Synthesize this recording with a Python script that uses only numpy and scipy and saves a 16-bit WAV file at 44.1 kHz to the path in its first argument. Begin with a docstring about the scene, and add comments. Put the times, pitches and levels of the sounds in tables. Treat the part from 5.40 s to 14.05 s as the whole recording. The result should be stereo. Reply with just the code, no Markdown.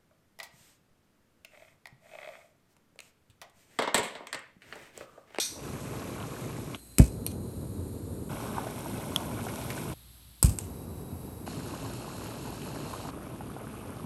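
"""A canister stove on a wooden floor indoors, in six short shots cut together.
Water boils over a rumbling flame while a metal ring dies away; gas hisses under a pot until the igniter
snaps and it catches with a whump; a rolling boil splashes; a bare burner lights; two more boils follow.
Flame and gas are coloured noise, bubbles and struck metal are decaying tones, snaps are coloured clicks
answered by the room."""
import sys
import numpy as np
from scipy import signal
from scipy.fft import rfft, irfft, next_fast_len
from scipy.io import wavfile

SR = 44100
rng = np.random.default_rng(int(sys.argv[2]) if len(sys.argv) > 2 else 0)


def int16_out(signal):
    """Quantize to a 16-bit WAV file."""
    q = np.round(np.clip(np.atleast_2d(signal).T, -1, 1) * 32767)
    wavfile.write(sys.argv[1], SR, q.astype(np.int16))


N = 381465
TIME = np.arange(N) / SR
SIZE = 2 * next_fast_len(N // 2 + 8192, real=True)
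FREQS = np.maximum(np.arange(SIZE // 2 + 1) * SR / SIZE, 1)

# Levels are relative: later gains and filters apply.
# Room rumble: f/Hz, level/dB per Hz
ROOM_FLOOR = [(20, -93), (55, -79.5), (110, -79), (170, -86.5), (250, -90), (450, -104), (2000, -115)]
# Mains hum: f/Hz, level/dB
HUM = [(59.5, -57.5), (119, -70)]
# Side against mid (general, lidded pot, burner seen close): f/Hz, level/dB
SPREAD = [(60, -21), (200, -18), (450, -8), (900, -3), (1700, 0), (3200, -0.5), (5000, -3.5), (6300, -8),
          (7300, -0.5), (8400, -8), (10000, -50)]
LIDDED_SPREAD = [(60, -23), (200, -21.5), (500, -12), (1500, -5.5), (2400, -21), (3300, -10), (4500, -40),
                 (6000, -56)]
BURNER_SPREAD = [(60, -29), (200, -16.5), (450, -10), (1000, -6), (2000, -5.5), (3200, 2), (4800, -20),
                 (6200, -11), (7300, 2), (8400, -14), (10000, -39)]
# Overall tone of the sound, a bright peak near 11 kHz, little above 13 kHz: f/Hz, level/dB
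OVERALL_TONE = [(20, -28), (48, -0.5), (9500, -0.5), (10300, 1), (11100, 6.5), (11900, -0.5), (12900, -4.5),
                (13500, -26), (16000, -24)]
CUTOFF_HZ = 15800
SWELL_S, SWELL_DEPTH_DB = 0.25, 23.5   # boil and room tone swell in

# Modes of ringing thin metal: f/Hz, level/dB, t60/s
METAL_MODES = [(1460, -42, .2), (1600, -43, .2), (1720, -41, .22), (2440, -41, .26), (2850, -45, .2),
               (3343, -39, .2), (3435, -36, .28), (3600, -37, .33), (3720, -39, .28), (3951, -39, .24),
               (4280, -36, .32), (4500, -38, .15), (4840, -42, .5), (5410, -41, .48), (5560, -38, .27),
               (5635, -40, .4), (5819, -37.5, .56), (6105, -38, .48), (6700, -41, .36), (7950, -47, .4),
               (8270, -33, .27), (8915, -39, .37), (9254, -41, .32), (9570, -42, .42), (12400, -42, .2)]
# Its crowded weak modes: f/Hz, level/dB per Hz
METAL_WASH = [(300, -82), (1100, -81), (1700, -73), (2400, -71), (2900, -76), (3600, -64), (4300, -64),
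              (5000, -69), (5600, -64.5), (6400, -66), (7300, -70), (8400, -68), (9300, -70), (11000, -74),
              (13000, -70)]
CROWD_LOW_HZ, CROWD_HIGH_HZ, CROWD_T60_S, CROWD_T60_SCATTER = 400, 13000, .41, .15

# Igniter hammer, button springing back, lid under the finger, pot ticks, dull pot knock:
# t/s, level/dB, room/dB
SNAPS = [(1.5836, 2, -35), (5.028, 1, -28)]
RELEASES = [(1.8644, -12, -37), (5.1871, -14.5, -35)]
LID_CLICKS = [(3.7612, -8.5, -42)]
TICKS = [(4.159, -28, -37), (4.303, -25, -37)]
KNOCKS = [(1.3474, -22, -37.5)]
# Click colours (snap and release: under the pot, then bare): f/Hz, level/dB
SNAP_COLOUR = [(100, -27.5), (280, -1), (800, -20), (1300, -9.5), (1900, -19.5), (2450, -11), (3000, -19),
               (3700, -15.5), (5100, -8), (6000, -12), (7200, -5), (8500, 0), (9600, -5), (10600, -2),
               (12000, -9.5), (15000, 3.5)]
BARE_SNAP_COLOUR = [(100, -16), (300, 0), (700, -16), (1200, -8), (1950, -33), (2500, -8), (3700, -21),
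                    (4950, -7), (6000, -16), (7300, -5), (8200, 4.5), (8900, 3), (9700, -4), (11000, -3),
                    (15000, 5)]
RELEASE_COLOUR = [(200, -6), (800, -12), (1900, -22), (2500, -10), (3600, -13), (4400, -6), (5000, -20),
                  (6100, -10), (7300, -18), (9400, 2.5), (11300, -6), (13000, -11)]
BARE_RELEASE_COLOUR = [(200, -14), (1000, -15), (1700, -19), (2850, -8), (3900, -18), (5200, -18.5),
                       (6300, -15), (7200, -2), (9200, -6), (10300, -10), (11200, -11), (15000, -12.5)]
LID_COLOUR = [(60, -3), (190, 13), (480, -2), (750, 0), (1000, 9.5), (1500, -4), (2400, -8), (2900, 4),
              (3400, 12), (4600, -12), (5500, -5), (6800, -9), (8800, -14), (11000, .5), (12300, -13),
              (15000, -7)]
TICK_COLOUR = [(150, -11), (1000, 2), (2400, -4), (3400, 2), (4600, -4), (8800, -6), (10500, -2),
               (15000, -4)]
KNOCK_COLOUR = [(200, -10), (1200, 1), (2200, -2), (3300, 4), (3900, -5), (4500, -25), (15000, -32)]
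# Colour of the room's answer: f/Hz, level/dB
ROOM_COLOUR = [(200, -6), (1000, -0.5), (3000, 1), (5000, 0), (8500, 2), (12000, -3.5)]
ROOM_EVENNESS = 0.45   # share of a click's colour evened out, as the room hears it from all sides
REFLECTIONS_PER_S, REFLECTION_SCATTER_DB = 330, 4
# Stove modes jolted by snaps (pot, bare arms) and releases (under pot, bare): f/Hz, level/dB, t60/s
POT_MODES = [(2270, -37.5, 0.18), (2500, -41.5, 0.25), (2580, -43, 0.24), (3000, -43, 0.17)]
ARM_MODES = [(1070, -28.5, 0.018), (1360, -35.5, .06), (5020, -22, 0.017)]
BUTTON_MODES = [(2450, -51, .18), (4230, -46, .16), (4420, -49, .14)]
BARE_BUTTON_MODES = [(1000, -44, .03), (2850, -44, 0.031)]

# Burner resonances: start/s, end/s, f/Hz, glide/(Hz/s), width/Hz, width doublings/(1/s),
# level/dB, fade/(dB/s)
WHISTLES = [(1.368, 2.895, 4090, -70.5, 140, 1.6, -62, 4.5), (1.3, 2.895, 6690, 381, 220, 1.2, -70.5, -3.5),
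            (1.37, 1.6, 8050, -1, 440, 0.21, -63, 0), (4.54, 5.028, 3780, 2, 1400, 0.1, -62, 0),
            (5.198, 6.067, 3900, -29, 131, 0, -67, 1)]
# Lighting shots: start/s, end/s, pan/dB, flame catches/s, flame/dB, hiss rise once lit/dB, mid rush/dB
LIGHT_SHOTS = [(1.366, 2.891, -3.5, 1.6, -36.5, 1, -74), (4.535, 6.062, -3, 5.04, -40.5, 3.5, -55)]
# Gas hiss under the pot and from the bare burner: f/Hz, level/dB per Hz
JET_UNDER_POT = [(150, -86), (270, -81.5), (550, -93), (1200, -99), (2100, -102), (2500, -100),
                 (3500, -102.5), (4400, -99.5), (5100, -105), (6100, -105.5), (7000, -101), (7800, -99),
                 (8700, -90), (9400, -97), (10800, -91.5), (14000, -100)]
JET_BARE = [(150, -103), (500, -102), (1200, -99), (1800, -103), (2700, -100), (3500, -105.5), (4700, -103),
            (5500, -105), (7000, -105.5), (7900, -97.5), (9300, -100), (10600, -95), (14000, -94.5)]
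# Flame freshly lit and under a hot pot: f/Hz, level/dB per Hz
FRESH_FLAME = [(20, -33), (43, -11), (65, -6.5), (86, 3.5), (125, -3), (245, -4.5), (340, -9.5), (410, -9),
               (520, -14), (720, -25), (1050, -28), (1600, -38), (5000, -94)]
HOT_FLAME = [(20, -23), (45, -8), (70, -7.5), (115, 2.5), (190, -3), (260, -2), (350, -6.5), (410, -6.5),
             (520, -18), (800, -21), (2000, -38), (6000, -91)]
FLARE_DB, FLARE_T60_S, FLARE_LOW_HZ, FLARE_HIGH_HZ = -40.5, 0.28, 400, 2100
# Pressure swings of the flame front: t/s, level/dB, length/s
PUFFS = [(1.5858, -21, .0008), (1.5962, -12.5, .0006), (1.6015, -5.8, .0012), (1.617, -19, .002),
         (5.0445, -15.5, .002), (5.0915, -22, .003)]
# Gas catching: t/s, turbulence/dB, turbulence t60/s, top f/Hz, boom start/s
WHUMPS = [(1.598, -12.5, 0.078, 2000, 1.6), (5.043, -24.5, 0.29, 258, 5.0445)]
# Room modes: f/Hz, t60/s, level under the pot/dB, level bare/dB
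BOOM_MODES = [(62, 0.16, -8, -12.5), (88.5, 0.2, -40, -24), (107, 0.24, -30, -25), (133, 0.14, -15.5, -27),
              (189, 0.085, -17, -35), (240.6, 0.093, -11.5, -32), (340, 0.09, -30, -41),
              (526, 0.11, -28, -56), (634, 0.11, -27.5, -56)]
# Turbulence of the catching gas: f/Hz, level/dB
WHUMP_COLOUR = [(20, -21), (60, 1), (110, -2), (190, -2.5), (260, -4), (380, -17.5), (580, -11.5),
                (800, -30), (2000, -27), (6000, -73)]

# Swarms of big bubbles: t/s, length/s, level/dB, f/Hz
GURGLES = [(.165, .04, -49, 720), (.265, .035, -45, 1000), (.785, .075, -45, 1050), (3.075, .04, -44, 1050),
           (3.15, .1, -41, 900), (3.79, .035, -43, 830), (3.85, .06, -45, 800), (7.64, .06, -45, 950)]
GURGLE_OCTAVES = .45   # pitch spread either way
# Water thrown up by the rolling boil: t/s, level/dB
SPLASHES = [(3.272, -44), (4.084, -42), (4.212, -44), (4.303, -38), (4.374, -44)]
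# Falling drops: f/Hz, level/dB
SPLASH_COLOUR = [(1400, -1), (2300, 3), (3500, -8), (6000, -11)]
SPLASH_T60_S = 0.15
# Biggest bubbles bursting: t/s, level/dB, f/Hz
PLOPS = [(0.619, -34, 3260), (0.801, -32, 3180), (0.826, -32, 3200), (0.839, -31, 1020), (0.965, -31, 1660),
         (3.182, -19, 910), (3.268, -24.5, 633), (3.459, -26, 920), (3.914, -30, 1390), (3.99, -30, 1370),
         (4.067, -22.5, 706), (4.086, -27, 2180), (4.184, -32, 660), (4.303, -29, 2300), (4.377, -30, 1480),
         (6.077, -30, 800), (6.194, -27, 920), (6.91, -35, 1630), (7.054, -35, 990), (7.218, -34, 2930),
         (7.358, -24.5, 1000), (7.537, -24.5, 1000), (7.652, -32.5, 870), (7.689, -29, 1020),
         (8.008, -30, 810), (8.165, -31.5, 730), (8.27, -37, 1380)]
POT_AIR_LOW_HZ, POT_AIR_HIGH_HZ = 1290, 1580   # resonance of the air above the water
BURSTS_PER_S, BURST_LOW_HZ, BURST_HIGH_HZ = 20, 565, 3800
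BURST_OVER_WATER_DB, BURST_DB_PER_OCTAVE, BURST_SCATTER_DB = 0.5, -2, 1.5   # first: at the lowest pitch
# Rim hides the water, or the lid is off: start/s, end/s, water change/dB, fizz change/dB
EXPOSURES = [(1.16, 1.5, -3, -1.5), (4.102, 4.453, -1, 2.5)]
EXPOSURE_S = 0.28   # time taken to cover or uncover
# Echoes off the pot's wall and the floor: delay/s, level/dB
NEAR_ECHOES = [(0.0019, -22.5), (0.0047, -17)]
# Boiling shots: start/s, end/s, pan/dB, stereo width/(0-1), bubbles/(1/s), flame/dB, water/dB, fizz/dB
BOIL_SHOTS = [(0, 1.362, 2.5, 0.75, 1540, -39.5, -44, -49.5),
              (2.895, 4.535, 2.5, 0.78, 1090, -38, -42.5, -46),
              (6.064, 7.705, 3, 0.79, 1000, -40.5, -46, -49), (7.708, 8.7, 2, 0.76, 920, -42, -48, -54)]
# Water colour in each boil: f/Hz, level/dB per Hz
OPEN_POT = [(250, 2.5), (500, 7.5), (820, -1.5), (1100, 3.5), (1500, -3), (1950, -6.5), (2350, -4),
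            (3200, -12), (4000, -11), (4800, -16.5), (7500, -13.5), (9500, -15), (11500, -14.5),
            (15000, -28)]
ROLLING = [(250, -12), (550, 6.5), (820, 3), (1000, 5), (1230, -2.5), (1480, 0.5), (1800, -13), (2250, -5),
           (2800, -10.5), (3900, -13.5), (4700, -20), (5600, -17), (6500, -20), (9200, -13), (10200, -13),
           (15000, -19)]
LIDDED = [(250, -2.5), (500, 4), (720, 3), (1000, 3.5), (1500, -3.5), (2020, -13.5), (2700, -8.5),
          (3450, -18.5), (4150, -12), (4900, -20), (5400, -18), (6000, -23), (6600, -18), (7500, -19.5),
          (9900, -18), (11200, -17.5), (15000, -35)]
SIMMER = [(250, -2), (500, 4.5), (900, 2), (1300, 1.5), (1900, -12), (2450, -9.5), (3300, -18.5),
          (4200, -24), (5500, -27), (7000, -27.5), (8200, -25.5), (9000, -19.5), (11300, -20), (15000, -41)]
SURGES_PER_S, SURGE_DB, FIZZ_FOLLOWS = 14.04, 0.67, 1   # random heaving; the fizz takes this share
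SPATTERS_PER_S, SPATTER_DB = 60, -16   # droplets crackling on the hot rim; level against the fizz


def from_db(db):
    """Decibels to gain."""
    return 10 ** (np.asarray(db) / 20)


def rms_one(x):
    """Scale to unit power."""
    return x / np.sqrt(np.mean(x ** 2) + 1e-20)


def response(points, hz):
    """Gain of a (Hz, dB) table at the given frequencies, interpolated over log frequency."""
    at, db = np.transpose(points)
    return from_db(np.interp(np.log(np.maximum(hz, 1)), np.log(at), db))


def colour(x, points):
    """Causal (minimum-phase) filter with the given spectrum, by folding the cepstrum."""
    size = 2 * next_fast_len(x.shape[-1] // 2 + 2048, real=True)
    hz = np.arange(size // 2 + 1) * SR / size
    cepstrum = irfft(np.log(response(points, hz)))
    cepstrum[1:size // 2] *= 2
    cepstrum[size // 2 + 1:] = 0
    minimum_phase = np.exp(rfft(cepstrum))
    return irfft(rfft(x, size) * minimum_phase)[..., :x.shape[-1]]


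def band(x, low_hz, high_hz):
    """Butterworth band-pass."""
    edges_hz = [low_hz, min(high_hz, SR / 2 - 100)]
    return signal.sosfilt(signal.butter(2, edges_hz, "band", fs=SR, output="sos"), x)


def ring(x, hz, t60):
    """Two-pole resonator: a unit click sets a sine of height 1 ringing."""
    r = from_db(-60 / (t60 * SR))
    w = 2 * np.pi * hz / SR
    return signal.lfilter([0, np.sin(w)], [1, -2 * r * np.cos(w), r * r], x + 1e-18)


def decay(t, t60):
    """Silent before t = 0, then dying away by 60 dB per t60."""
    return (t >= 0) * from_db(-60 * np.maximum(t, 0) / t60)


def white(t):
    """Two unrelated noises at 0 dB per Hz."""
    return rng.standard_normal((2, len(t))) * np.sqrt(SR / 2)


def drift(t, rate):
    """Slow chance with a spread near 1: random points at the given rate, joined by lines."""
    return np.interp((t - t[0]) * rate, np.arange(6000), rng.standard_normal(6000))


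def stereo(pair, pan_db=0, width=1, image=SPREAD):
    """Two unrelated signals become mid and side, the side weighted over frequency."""
    count = pair.shape[-1]
    size = 2 * next_fast_len(count // 2 + 1, real=True)
    mid, side = rfft(pair, size)
    hz = np.arange(size // 2 + 1) * SR / size
    sign = np.array([[1], [-1]])
    spread = response(image, hz)
    both = (mid + sign * width * spread * side) / np.sqrt(1 + (width * spread) ** 2)
    pan = from_db(sign * pan_db * np.minimum(spread, .5))   # weaker where the image is narrow
    return irfft(both * pan)[:, :count]


def shot(start, end, fade=.004):
    """Sample indices, times and soft equal-power edges of one stretch."""
    where = np.flatnonzero((TIME > start - fade) & (TIME < end + fade))
    t = TIME[where]
    inside = np.minimum(t - start, end - t)
    return where, t, np.sqrt(np.clip(.5 + inside / (2 * fade), 0, 1))


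def bubbles(t, per_s, low_hz, high_hz, cycles, size_db, count=20):
    """Bubbles of random size ring for a few cycles, each at one of count pitches; equal power per Hz."""
    signs = rng.choice([-1, 1], (2, len(t)))
    sizes = from_db(size_db * np.minimum(rng.exponential(1, (2, len(t))), 4)) * signs
    clumping = from_db(3 * drift(t, 22))
    born = rng.random((2, len(t))) < per_s * clumping / SR
    dealt = rng.integers(0, count, len(t))   # pitch index
    total = 0
    for k, hz in enumerate(np.geomspace(low_hz, high_hz, count)):
        notes = ring(sizes * born * (dealt == k), hz, cycles / hz)
        total = total + np.sqrt(hz) * rms_one(notes)
    return rms_one(total)


def room_tone():
    """Low coloured-noise rumble and mains hum sines."""
    hum = sum(from_db(db) * np.sqrt(2) * np.sin(2 * np.pi * hz * TIME) for hz, db in HUM)
    return stereo(colour(white(TIME), ROOM_FLOOR)) + hum


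def swell():
    """Gain that rises evenly in dB at the start, then holds."""
    return from_db(-SWELL_DEPTH_DB * np.clip(1 - TIME / SWELL_S, 0, 1))


def weak_modes(t, count=480):
    """A crowd of weak modes, each with its own pitch, strength and ring time."""
    spacing = (CROWD_HIGH_HZ - CROWD_LOW_HZ) / count
    pitches = CROWD_LOW_HZ + spacing * (np.arange(count) + rng.random(count))
    gains = response(METAL_WASH, pitches) * np.sqrt(spacing)
    t60s = CROWD_T60_S * np.exp(CROWD_T60_SCATTER * rng.uniform(-0.8, 1.8, count))
    strikes = rng.standard_normal((2, count)) + 1j * rng.standard_normal((2, count))
    return sum(np.real(strike[:, None] * np.exp(2j * np.pi * hz * t)) * gain * decay(t, t60)
               for hz, gain, t60, strike in zip(pitches, gains, t60s, strikes.T))


def metal_ring(waver_per_s=40, waver=0.78):
    """Thin struck metal rings out; each mode wavers, with its own phase in mid and in side."""
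    where, t, edges = shot(0, .36)
    phases = rng.uniform(0, 2 * np.pi, (len(METAL_MODES), 2, 1))
    modes = 0
    for (hz, db, t60), phase in zip(METAL_MODES, phases):
        strength = from_db(db) * decay(t, t60) * (1 + waver * drift(t, waver_per_s))
        angle = 2 * np.pi * hz * t + phase + waver * drift(t, waver_per_s)
        modes = modes + strength * np.sin(angle)
    return np.pad(stereo(modes + weak_modes(t), width=1.06), [(0, 0), (0, N - len(t))])


def clicks(events, spectra, gain_db, rattle_db, rattle_t60, room_t60):
    """Hard contact and brief chatter sound through the metal; the room answers in uneven reflections."""
    out = np.zeros((2, N))
    for (at, level_db, room_db), spectrum in zip(events, spectra):
        where, t, edges = shot(at - .01, at + 0.54)
        age = t - at
        contact = np.diff(age >= 0, prepend=False) * np.array([[1], [.3]])   # mid, side
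        chatter = from_db(rattle_db) * decay(age, rattle_t60) * rms_one(white(t))
        scatter = from_db(REFLECTION_SCATTER_DB * drift(t, REFLECTIONS_PER_S))
        reflections = rms_one(white(t) * scatter)
        tail = from_db(room_db) * decay(age - .003, room_t60) * reflections
        all_round = [(hz, db * (1 - ROOM_EVENNESS)) for hz, db in spectrum]
        room = colour(colour(tail, all_round), ROOM_COLOUR)
        sound = stereo(colour(contact + chatter, spectrum) + room)
        unit_energy = sound / np.sqrt(np.sum(sound ** 2))
        out[:, where] += from_db(level_db + gain_db) * unit_energy
    return out


def jolted():
    """Each snap and release jolts the stove's modes: first with the pot standing on it, then bare."""
    out = np.zeros((2, N))
    mode_sets = [POT_MODES, ARM_MODES, BUTTON_MODES, BARE_BUTTON_MODES]
    for (at, *_), modes in zip(SNAPS + RELEASES, mode_sets):
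        where, t, edges = shot(at, at + .6)
        jolt = np.diff(t >= at, prepend=False)
        out[:, where] += sum(from_db(db) * ring(jolt, hz, t60) for hz, db, t60 in modes)
    return out


def whistles():
    """The jet excites burner resonances, narrow noise bands that may glide and broaden as it warms."""
    out = np.zeros((2, N))
    for start, end, hz, glide_hz_per_s, width_hz, doublings_per_s, level_db, fade_db_per_s in WHISTLES:
        where, t, edges = shot(start, end)
        age = t - start
        phase = 2 * np.pi * np.cumsum(hz + glide_hz_per_s * age) / SR
        # the wider the band, the faster it flutters
        clock = np.cumsum(width_hz * 2 ** (doublings_per_s * age)) / SR
        note = np.array([drift(clock, np.pi / 2) * np.cos(phase) + drift(clock, np.pi / 2) * np.sin(phase)
                         for _ in range(2)])
        gain = from_db(level_db - fade_db_per_s * age) * edges
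        out[:, where] += gain * stereo(rms_one(note), pan_db=-3.0)
    return out


def flares():
    """From each spark the flame rushes over the burner and settles: decaying band noise."""
    out = np.zeros((2, N))
    for at, *_ in SNAPS:
        where, t, edges = shot(at, at + .5)
        rush = rms_one(band(white(t), FLARE_LOW_HZ, FLARE_HIGH_HZ))
        out[:, where] += from_db(FLARE_DB) * decay(t - at, FLARE_T60_S) * stereo(rush)
    return out


def flame(t, spectrum, flutter_db):
    """Turbulent burning: a low roar that flutters."""
    return rms_one(colour(white(t), spectrum)) * from_db(flutter_db * drift(t, 24.91))


def lighting():
    """Gas hisses through the burner as coloured noise; once lit the flame roars over it."""
    out = np.zeros((2, N))
    for row, jet in zip(LIGHT_SHOTS, [JET_UNDER_POT, JET_BARE]):
        start, end, pan_db, caught, flame_db, rise_db, rush_db = row
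        where, t, edges = shot(start, end)
        lit = np.clip((t - caught) / 0.037, 0, 1)
        hiss = colour(white(t), jet) * from_db(rise_db * lit + 0.55 * drift(t, 16.0))
        settling_db = -1.5 * (t - caught - .5)   # the fresh flame calms down
        roar = from_db(flame_db + settling_db) * flame(t, FRESH_FLAME, flutter_db=1.0)
        rush = from_db(rush_db) * rms_one(band(white(t), 590, 1060))   # an uncovered flame is brighter
        out[:, where] += edges * stereo(hiss + lit * (roar + rush), pan_db, image=BURNER_SPREAD)
    return out


def whumps(rise_s=0.005):
    """Gathered gas burns at once: sharp pressure swings, booming room modes, a burst of turbulence."""
    out = np.zeros((2, N))
    for at, level_db, length in PUFFS:
        where, t, edges = shot(at - .03, at + .1)
        age = (t - at) / length
        swing = age * np.exp(.5 - .5 * age ** 2)
        out[:, where] += band(from_db(level_db) * swing, 45, 3000)
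    for k, (at, turbulence_db, t60, top_hz, boom_at) in enumerate(WHUMPS):
        where, t, edges = shot(at - .03, at + .5)
        age = t - at
        push = np.diff(t >= boom_at, prepend=False)
        boom = sum(from_db(db[k]) * ring(push, hz, mode_t60) for hz, mode_t60, *db in BOOM_MODES)
        burst = np.clip(1 + age / rise_s, 0, 1) * decay(np.maximum(age, 0), t60)
        noise = stereo(rms_one(colour(white(t), WHUMP_COLOUR)), width=1.7)
        turbulence = from_db(turbulence_db) * burst * noise
        out[:, where] += boom + band(turbulence, 54, top_hz)
    return out


def gurgles():
    """Big bubbles of similar pitch surface close together."""
    out = np.zeros((2, N))
    for at, length, level_db, hz in GURGLES:
        where, t, edges = shot(at, at + length, fade=.015)
        low_hz, high_hz = hz / 2 ** GURGLE_OCTAVES, hz * 2 ** GURGLE_OCTAVES
        swarm = bubbles(t, 900, low_hz, high_hz, cycles=23, size_db=1, count=7)
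        out[:, where] += from_db(level_db) * edges * stereo(swarm, pan_db=1.5)
    return out


def splashes():
    """Thrown water falls back in a short patter of ringing drops."""
    out = np.zeros((2, N))
    for at, level_db in SPLASHES:
        where, t, edges = shot(at, at + 0.18)
        drops = bubbles(t, 1500, 1330, 6900, cycles=8.9, size_db=1, count=10)
        patter = stereo(rms_one(colour(drops, SPLASH_COLOUR)), pan_db=2.0)
        out[:, where] += from_db(level_db) * decay(t - at, SPLASH_T60_S) * patter
    return out


def lesser_bursts(count=90):
    """Rows (s, dB, Hz) of bubbles bursting at random through each boil, the higher the weaker."""
    rows = []
    for start, end, *_, water_db, _ in BOIL_SHOTS:
        times = start + np.cumsum(rng.exponential(1, count)) / BURSTS_PER_S
        octaves = rng.random(count) * np.log2(BURST_HIGH_HZ / BURST_LOW_HZ)
        scatter_db = BURST_SCATTER_DB * rng.standard_normal(count)
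        levels_db = water_db + BURST_OVER_WATER_DB + BURST_DB_PER_OCTAVE * octaves + scatter_db
        last = min(end, TIME[-1]) - .04
        rows += [row for row in zip(times, levels_db, BURST_LOW_HZ * 2 ** octaves) if row[0] < last]
    return rows


def plops(events, cycles, splash_db, splash_t60, air_db, glide=3, attack_s=0.00034):
    """Bubbles burst: a short note that rises, with a splash that also sounds the air in the pot."""
    out = np.zeros((2, N))
    for at, level_db, hz in events:
        where, t, edges = shot(at, at + 0.06)
        age = t - at
        note = np.sin(2 * np.pi * hz * age * (1 + glide * age)) * decay(age, cycles / hz)
        splash = from_db(splash_db) * rms_one(band(white(t), 0.69 * hz, 1.11 * hz))
        air = from_db(air_db) * rms_one(band(white(t), POT_AIR_LOW_HZ, POT_AIR_HIGH_HZ))
        onset = np.clip(age / attack_s, 0, 1)
        pair = note * np.array([[1], [0]]) + (splash + air) * decay(age, splash_t60)   # note in mid only
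        out[:, where] += from_db(level_db) * onset * stereo(pair, pan_db=1.5)
    return out


def exposure(t):
    """Change of the water and the fizz in dB as the surface is hidden or uncovered."""
    return sum(np.outer([water_db, fizz_db],
                        np.clip(.5 + np.minimum(t - start, end - t) / EXPOSURE_S, 0, 1))
               for start, end, water_db, fizz_db in EXPOSURES)


def hollow(x):
    """Short echoes off the pot's wall and the floor ripple the spectrum."""
    at = np.arange(x.shape[-1])
    return x + sum(from_db(db) * np.array([np.interp(at - delay * SR, at, side, left=0) for side in x])
                   for delay, db in NEAR_ECHOES)


def boiling(split_hz=3400):
    """Flame, bubbling water and the fizz of tiny bubbles collapsing on the pot's base."""
    out = np.zeros((2, N))
    pots = [OPEN_POT, ROLLING, LIDDED, SIMMER]
    images = [SPREAD, SPREAD, LIDDED_SPREAD, SPREAD]
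    for row, pot, image in zip(BOIL_SHOTS, pots, images):
        start, end, pan_db, width, per_s, flame_db, water_db, fizz_db = row
        where, t, edges = shot(start, end)
        surge_db = SURGE_DB * drift(t, SURGES_PER_S)
        open_water_db, open_fizz_db = exposure(t)
        # the room smears part of the bubbling into an even wash
        water = bubbles(t, per_s, 377.6, 3680, cycles=15, size_db=3.5) + 1.15 * rms_one(white(t))
        water = rms_one(band(colour(hollow(water), pot), 280, split_hz))
        water = from_db(water_db + surge_db + open_water_db) * water
        fizz = bubbles(t, 1.5 * per_s, 2700, 14400, cycles=13.0, size_db=3.5) + 1.84 * rms_one(white(t))
        spatter = bubbles(t, SPATTERS_PER_S, 3600, 12400, cycles=8, size_db=4.5, count=5)
        fizz = rms_one(fizz) + from_db(SPATTER_DB) * spatter
        fizz = rms_one(band(colour(fizz, pot), split_hz, 22700))
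        fizz = from_db(fizz_db + FIZZ_FOLLOWS * surge_db + open_fizz_db) * fizz
        roar = from_db(flame_db) * flame(t, HOT_FLAME, flutter_db=1.65)
        out[:, where] += edges * stereo(water + fizz + roar, pan_db, width, image)
    return out


def scene():
    """All sources together."""
    snaps = clicks(SNAPS, [SNAP_COLOUR, BARE_SNAP_COLOUR],
                   gain_db=17.0, rattle_db=-9, rattle_t60=0.016, room_t60=0.35)
    releases = clicks(RELEASES, [RELEASE_COLOUR, BARE_RELEASE_COLOUR],
                      gain_db=15, rattle_db=-11, rattle_t60=.013, room_t60=0.3)
    lid = clicks(LID_CLICKS, [LID_COLOUR],
                 gain_db=16.5, rattle_db=-12, rattle_t60=.01, room_t60=.2)
    ticks = clicks(TICKS, [TICK_COLOUR] * len(TICKS),
                   gain_db=16.5, rattle_db=-12.0, rattle_t60=0.0091, room_t60=0.23)
    knocks = clicks(KNOCKS, [KNOCK_COLOUR],
                    gain_db=15, rattle_db=-21, rattle_t60=0.016, room_t60=0.14)
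    metal = snaps + releases + lid + ticks + knocks + jolted() + metal_ring()
    burner = lighting() + whistles() + whumps() + flares()
    big_bursts = plops(PLOPS, cycles=20, splash_db=-9.5, splash_t60=0.035, air_db=-16)
    small_bursts = plops(lesser_bursts(), cycles=24, splash_db=-10, splash_t60=0.035, air_db=-16)
    water = boiling() + big_bursts + small_bursts + splashes()
    return swell() * (water + room_tone()) + gurgles() + burner + metal


def record(dry):
    """Overall tone peaks near 11 kHz; above 8.5 kHz the left side lags by 0.29 ms; the top is cut."""
    spectrum = rfft(colour(dry, OVERALL_TONE), SIZE)
    spectrum[0] *= np.exp(-2j * np.pi * np.maximum(FREQS - 8500, 0) * .000294)
    low_pass = signal.ellip(10, .1, 90, CUTOFF_HZ, fs=SR, output="sos")
    return signal.sosfilt(low_pass, irfft(spectrum)[:, :N])


dry = scene()
out = record(dry)
int16_out(out)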